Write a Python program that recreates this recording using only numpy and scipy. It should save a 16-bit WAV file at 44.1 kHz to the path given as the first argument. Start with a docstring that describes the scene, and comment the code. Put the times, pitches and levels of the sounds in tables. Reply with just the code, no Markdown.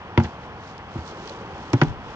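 """A hollow plastic kayak is shoved down a grassy bank, heard from the seat: knocks excite hull modes that ring
and decay, with noise bursts for the clatter and the crack.
Grass swishes and flicks along the hull and the keel grinds once on soil, all as swelling grainy noise.
The river ahead rushes and hisses as coloured noise and laps in rising bubbles.
Puffs of air buffet the stereo microphone near the end; its left port is muffled in the treble."""
import sys
import numpy as np
from scipy import signal
from scipy.fft import rfft, irfft, next_fast_len
from scipy.io import wavfile
from scipy.ndimage import uniform_filter1d, minimum_filter1d, map_coordinates

SR = 44100
rng = np.random.default_rng(int(sys.argv[2]) if len(sys.argv) > 2 else 0)


def to_wav(sig):
    """Store sig (one row per channel, or 1-D mono) as 16-bit WAV at the path in sys.argv[1].

    Samples outside -1..1 are clipped; the rate is SR.
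    """
    pcm = np.clip(np.atleast_2d(sig), -1, 1) * 32767
    pcm = np.round(pcm).astype(np.int16)
    wavfile.write(sys.argv[1], SR, pcm.T)  # frames by channels


N = 94815  # samples


def amp(db):
    """Decibels to gain."""
    return 10 ** (np.asarray(db) / 20)


def unit(x):
    """Scale to rms 1."""
    return x / np.sqrt(np.mean(x ** 2) + 1e-20)


def along(points, hz):
    """Read (frequency_hz, value) points on a log frequency axis."""
    point_hz, value = np.transpose(points)
    return np.interp(np.log(hz + 1), np.log(point_hz + 1), value)


def curve(rows):
    """Join (time_s, value) points into one value per sample."""
    return np.interp(np.arange(N) / SR, *np.transpose(rows))


def since(start_s):
    """Seconds since start_s, zero before it."""
    return np.maximum(np.arange(N) / SR - start_s, 0)


def strike(t, rise_s, t60_s):
    """A struck body's envelope: quick rise, then exponential decay of 60 dB in t60_s."""
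    return (1 - np.exp(-t / rise_s)) * amp(-60 * t / t60_s)


def swells(rows):
    """Bell-shaped swells from (centre_s, length_s, level_db) rows, added in power."""
    t = np.arange(N) / SR
    power = 0
    for centre_s, length_s, level_db in rows:
        power = power + amp(level_db) ** 2 * np.exp(-((t - centre_s) / length_s) ** 2)
    return np.sqrt(power)


def wobble(knots_per_s):
    """Random knots joined by straight lines."""
    return map_coordinates(rng.standard_normal(N), [np.arange(N) * knots_per_s / SR], order=1)


def filtered(x, response):
    """Multiply the spectrum of x by a response of frequency."""
    size = next_fast_len(N + SR // 4)
    hz = np.fft.rfftfreq(size, 1 / SR)
    return irfft(rfft(x, size) * response(hz), size)[..., :N]


# How alike the two microphone ports hear a spread-out sound: frequency_hz, likeness (1 is identical)
PORT_LIKENESS = [(30, 0.73), (100, 0.94), (250, 0.99), (500, 1), (1000, 1), (2000, 0.73), (4000, 0.19),
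                 (8000, 0.13)]
GRAINS_PER_S = 650


def noise(spectrum, alike=PORT_LIKENESS, grain_db=0):
    """Coloured stereo noise of rms 1, its level jittered in fine grains by grain_db."""
    def mid_side_response(hz):
        turn = np.arccos(np.clip(along(alike, hz), -1, 1)) / 2
        return amp(along(spectrum, hz)) * [np.cos(turn), np.sin(turn)]

    grainy = rng.standard_normal((2, N)) * amp(grain_db * wobble(GRAINS_PER_S))
    mid, side = filtered(grainy, mid_side_response)
    return unit(np.array([mid + side, mid - side]))


# Tone of the current ahead: frequency_hz, relative_db
RIVER_COLOUR = [(20, -14.5), (45, -4.5), (85, 2), (130, 0), (180, 0.5), (250, -4), (370, -6), (500, -5),
                (680, -7), (780, -0.5), (900, -1.5), (1100, -4.5), (1600, -10.5), (2200, -16),
                (3200, -19.5), (4500, -39), (7000, -72.5)]
# Slow level of the current, before the trim below: time_s, relative_db
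RIVER_LEVEL_CURVE = [(0.0, -43), (0.66, -43.5), (1.06, -42.5), (2.15, -42)]
# Tone of the faint hiss over the current: frequency_hz, relative_db
HISS_COLOUR = [(1500, -17.5), (3000, 2), (4500, 3.5), (6000, -1), (7400, -11.5), (8500, -20), (9500, -43.5)]
RIVER_TRIM_DB, HISS_DB = 4.5, -57


def river():
    """Turbulent water ahead: broad rushing noise, slightly unsteady, with a faint hiss on top."""
    unsteady_db = 0.32 * wobble(13.51)
    rush = amp(curve(RIVER_LEVEL_CURVE) + RIVER_TRIM_DB + unsteady_db) * noise(RIVER_COLOUR)
    return rush + amp(HISS_DB) * noise(HISS_COLOUR)


# Level of the lapping at the water's edge: time_s, level_db
LAPPING_LEVEL = [(0, -53), (.9, -68.5), (1.1, -45.5), (1.35, -44), (1.6, -47), (1.75, -51), (2.15, -51.5)]
LAP_HZ, LAP_SPREAD = 402.4, 0.22  # middle pitch and its spread (natural log)
LAP_CYCLES, LAP_GLIDE = 31, 0.19  # cycles to fall 60 dB; phase gained over them, as a fraction


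def lapping(count=260):
    """Small low bubbles at the water's edge ring as they decay, each rising in pitch."""
    t = np.arange(SR // 10) / SR
    start = rng.integers(0, N, (count, 1))
    pitch, size = rng.standard_normal((2, count, 1))
    hz = LAP_HZ * np.exp(LAP_SPREAD * pitch)
    age = hz * t / LAP_CYCLES
    envelope = amp(2 * size - 60 * age) * (1 - np.exp(-hz * t))
    bubbles = envelope * np.sin(2 * np.pi * hz * t * (1 + LAP_GLIDE * age))
    positions = start + np.arange(len(t))
    water = np.bincount(positions.ravel(), bubbles.ravel(), N)[:N]
    return amp(curve(LAPPING_LEVEL)) * unit(water)


BEND_DELAY_S, BEND_HZ = 0.002, 100  # a mode at BEND_HZ arrives this late, higher ones sooner
PORT_SPREAD_HZ = 2400  # here the ports differ by one radian at full lean


def mode(start_s, hz, t60_s, rise_s, lean=1):
    """One bending mode, cut off after a quarter second; port phases differ more with pitch and lean."""
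    start = int(start_s * SR)
    stop = min(start + SR // 4, N)
    arrival_s = start_s + BEND_DELAY_S * np.sqrt(BEND_HZ / hz)
    t = np.maximum(np.arange(start, stop) / SR - arrival_s, 0)
    phase = lean * np.array([[-0.5], [0.5]]) * hz / PORT_SPREAD_HZ
    ring = strike(t, rise_s, t60_s) * np.sin(2 * np.pi * hz * t + phase)
    return np.pad(ring, ((0, 0), (start, N - stop)))


# Blows on the hull: start_s, ring_db, ring_tilt_db_per_octave, panel_hz, panel_db,
# overtone_hz, overtone_db, clatter_db, crack_db, crack_tilt_db_per_octave
HULL_KNOCKS = [(0.1756, -12, -1, 92, -6, 229, -8, -18.5, -17.5, -6),
               (0.199, -23, -0.5, 105, -26, 339.7, -23.5, -29, -37, 6),
               (0.241, -42, -10, 81, -21.5, 186, -30.5, -50, -54, -2),
               (.951, -26.5, -5, 134, -26.5, 325, -30.5, -49, -67, -2),
               (0.981, -50, 5, 80.3, -21.5, 174, -37, -40, -59, -5),
               (1.7322, -14.5, -1.5, 113.7, -7.5, 278.2, -16, -22, -23, 12),
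               (1.8146, -12, -0.5, 157, -7, 298, -20.5, -14.5, -19.5, 0)]
# Ringing modes of the whole hull: frequency_hz, relative_db, t60_s
HULL_MODES = [(102.4, -8, 0.16), (133, 1.5, 0.12), (175, -7, 0.11), (232.4, -6.5, 0.13), (269, -9, 0.19),
              (344, 2, 0.08), (410, -19.5, 0.24), (488, -14, 0.067), (579, -9, 0.1), (657, -10, 0.034),
              (758, -12.5, 0.12), (851, -12, 0.16), (962, -3.5, 0.061), (1145, -22, 0.047),
              (1454, -19.5, 0.083), (2110, -43, 0.02), (2280, -27.5, 0.069)]
# Tone of the dense upper modes: frequency_hz, relative_db
CLATTER_COLOUR = [(60, -31.5), (150, -17), (330, -14), (480, -4.5), (900, -8.5), (1400, -9), (2200, -14),
                  (3200, -25.5), (5000, -41), (9000, -80.5)]
# Tone of the contact itself, before each blow's tilt: frequency_hz, relative_db
CRACK_COLOUR = [(300, -28.5), (1200, -13.5), (2000, 0.5), (3400, -1), (4600, -4.5), (6000, -5.5),
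                (7300, -20.5), (9000, -55.5), (12000, -60.5), (16000, -62)]
TILT_HZ = 322  # both tilts pivot here
PANEL_T60_S, PANEL_RISE_S = 0.14, 0.0051
OVERTONE_T60_S, OVERTONE_RISE_S = 0.18, 0.002
RISE_CYCLES = 0.17  # rise of each hull mode
CLATTER_T60_S, CLATTER_RISE_S = 0.064, 0.00067
CRACK_T60_S, CRACK_RISE_S = 0.035, 0.00015
AFTER_DB, AFTER_T60_S = -15, 0.1  # the hollow inside keeps ringing, relative to the clatter


def knocks():
    """Each blow cracks, clatters through the dense upper modes, and booms in the struck panel and whole hull."""
    boom, clatter, crack = np.zeros((3, 2, N))
    for (start_s, ring_db, ring_tilt_db, panel_hz, panel_db, overtone_hz, overtone_db,
         clatter_db, crack_db, crack_tilt_db) in HULL_KNOCKS:
        boom += amp(panel_db) * mode(start_s, panel_hz, PANEL_T60_S, PANEL_RISE_S)
        boom += amp(overtone_db) * mode(start_s, overtone_hz, OVERTONE_T60_S, OVERTONE_RISE_S)
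        for k, (hz, mode_db, t60_s) in enumerate(HULL_MODES):
            tilt_db = ring_tilt_db * np.log2(hz / TILT_HZ)
            level_db = ring_db + mode_db + tilt_db + rng.normal(0, 1)
            lean = 2 * rng.random() - 1
            sign = (-1) ** k
            boom += sign * amp(level_db) * mode(start_s, hz, t60_s, RISE_CYCLES / hz, lean)
        t = since(start_s)
        after = amp(AFTER_DB) * strike(t, CLATTER_RISE_S, AFTER_T60_S)
        clatter += amp(clatter_db) * (strike(t, CLATTER_RISE_S, CLATTER_T60_S) + after)
        colour = [(hz, db + crack_tilt_db * np.log2(hz / TILT_HZ)) for hz, db in CRACK_COLOUR]
        crack += amp(crack_db) * strike(t, CRACK_RISE_S, CRACK_T60_S) * noise(colour)
    return boom + clatter * noise(CLATTER_COLOUR) + crack


# Single stalks flicking the plastic, before the left-port gain: start_s, relative_db
STALK_FLICKS = [(0.236, -30.5), (0.245, -38), (0.779, -38), (1.076, -31), (1.275, -28.5), (1.294, -30),
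                (1.833, -30)]
# Grass brushing the hull, before the left-port gain: centre_s, length_s, relative_db
GRASS_SWISHES = [(.243, 0.036, -48.5), (.31, .05, -60), (.44, 0.027, -57.5), (.68, .05, -50.5),
                 (.98, 0.056, -50), (1.085, 0.028, -45), (1.26, 0.13, -49), (1.3, 0.033, -49),
                 (1.62, .1, -52), (1.77, 0.062, -50), (1.855, 0.047, -49), (2.14, 0.082, -52.5)]
# Tone of the grass: frequency_hz, relative_db
GRASS_COLOUR = [(500, -28), (1500, -15.5), (3000, -1.5), (4200, 3.5), (6200, -0.5), (7400, -8), (8500, -22),
                (9500, -36), (12000, -66)]
# Gain of the grass at the left port as the bow swings into it: time_s, gain_db
GRASS_LEFT_GAIN = [(0, -6), (1.5, 2), (1.75, 6), (2.15, 7.5)]
# The keel grinding on soil: centre_s, length_s, level_db
KEEL_SCRAPES = [(.251, 0.0078, -32.5)]
# Tone of the soil: frequency_hz, relative_db
SOIL_COLOUR = [(100, -2), (500, 1), (1200, -7), (1650, -0.5), (2100, -8), (3000, -7.5), (6000, -18),
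               (9000, -65.5)]
FLICK_RISE_S, FLICK_T60_S = 0.0005, 0.02
GRAIN_DB = 2.5


def bank():
    """Friction along the hull: grass brushes and flicks it and the keel grinds on soil, in fine grains."""
    flicks = sum(amp(db) * strike(since(s), FLICK_RISE_S, FLICK_T60_S) for s, db in STALK_FLICKS)
    grass = np.hypot(swells(GRASS_SWISHES), flicks) * noise(GRASS_COLOUR, grain_db=GRAIN_DB)
    left_only = [[1], [0]]
    panned_grass = grass * amp(curve(GRASS_LEFT_GAIN) * left_only)
    soil = swells(KEEL_SCRAPES) * noise(SOIL_COLOUR, grain_db=GRAIN_DB)
    return panned_grass + soil


# Air on the microphone, before the left-right balance: centre_s, length_s, relative_db
AIR_PUFFS = [(1.882, 0.016, -29.5), (1.907, 0.01, -26.5), (1.95, 0.088, -42)]
# Tone of the buffet: frequency_hz, relative_db
WIND_COLOUR = [(20, 2), (50, 13), (100, 8), (170, 1), (300, -29), (800, -72)]
WIND_PAN_DB = 1.5  # left raised and right lowered by this much


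def wind():
    """Short low buffets as air strikes the microphone, almost unrelated at its two ports."""
    buffet = noise(WIND_COLOUR, alike=[(100, 0.012)])
    return swells(AIR_PUFFS) * buffet * amp([[WIND_PAN_DB], [-WIND_PAN_DB]])


def scene():
    """River, hull, bank and air together at the seat."""
    return river() + lapping() + knocks() + bank() + wind()


LIMIT_DB, LOOK_AHEAD_S = -3, 0.003


def limit(x):
    """A fast look-ahead limiter, shared by both ports, holds the hardest knocks under the ceiling."""
    size = int(LOOK_AHEAD_S * SR)
    gain = np.minimum(1, amp(LIMIT_DB) / (np.abs(x).max(0) + 1e-9))
    return x * uniform_filter1d(minimum_filter1d(gain, 2 * size), size)


# Muffling of the left microphone port: frequency_hz, gain_db
LEFT_PORT_RESPONSE = [(1000, 0), (2700, 2.5), (3500, 1.5), (4300, -22.5), (5000, -14.5), (5600, -8.5),
                      (6500, -23), (7400, -26), (8100, -15.5)]
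LEFT_LAG_S = 0.000135
LOW_CUT_HZ, TOP_HZ = 26.3, 15900


def record(dry):
    """The left port hears later and duller; the recorder cuts deep bass, limits peaks and ends at its band limit."""
    def left_response(hz):
        lag = np.exp(-2j * np.pi * hz * LEFT_LAG_S)
        return amp(along(LEFT_PORT_RESPONSE, hz)) * lag

    ports = np.array([filtered(dry[0], left_response), dry[1]])
    low_cut = signal.butter(2, LOW_CUT_HZ, 'highpass', fs=SR, output='sos')
    limited = limit(signal.sosfilt(low_cut, ports))
    return filtered(limited, lambda hz: hz < TOP_HZ)


dry = scene()
out = record(dry)
to_wav(out)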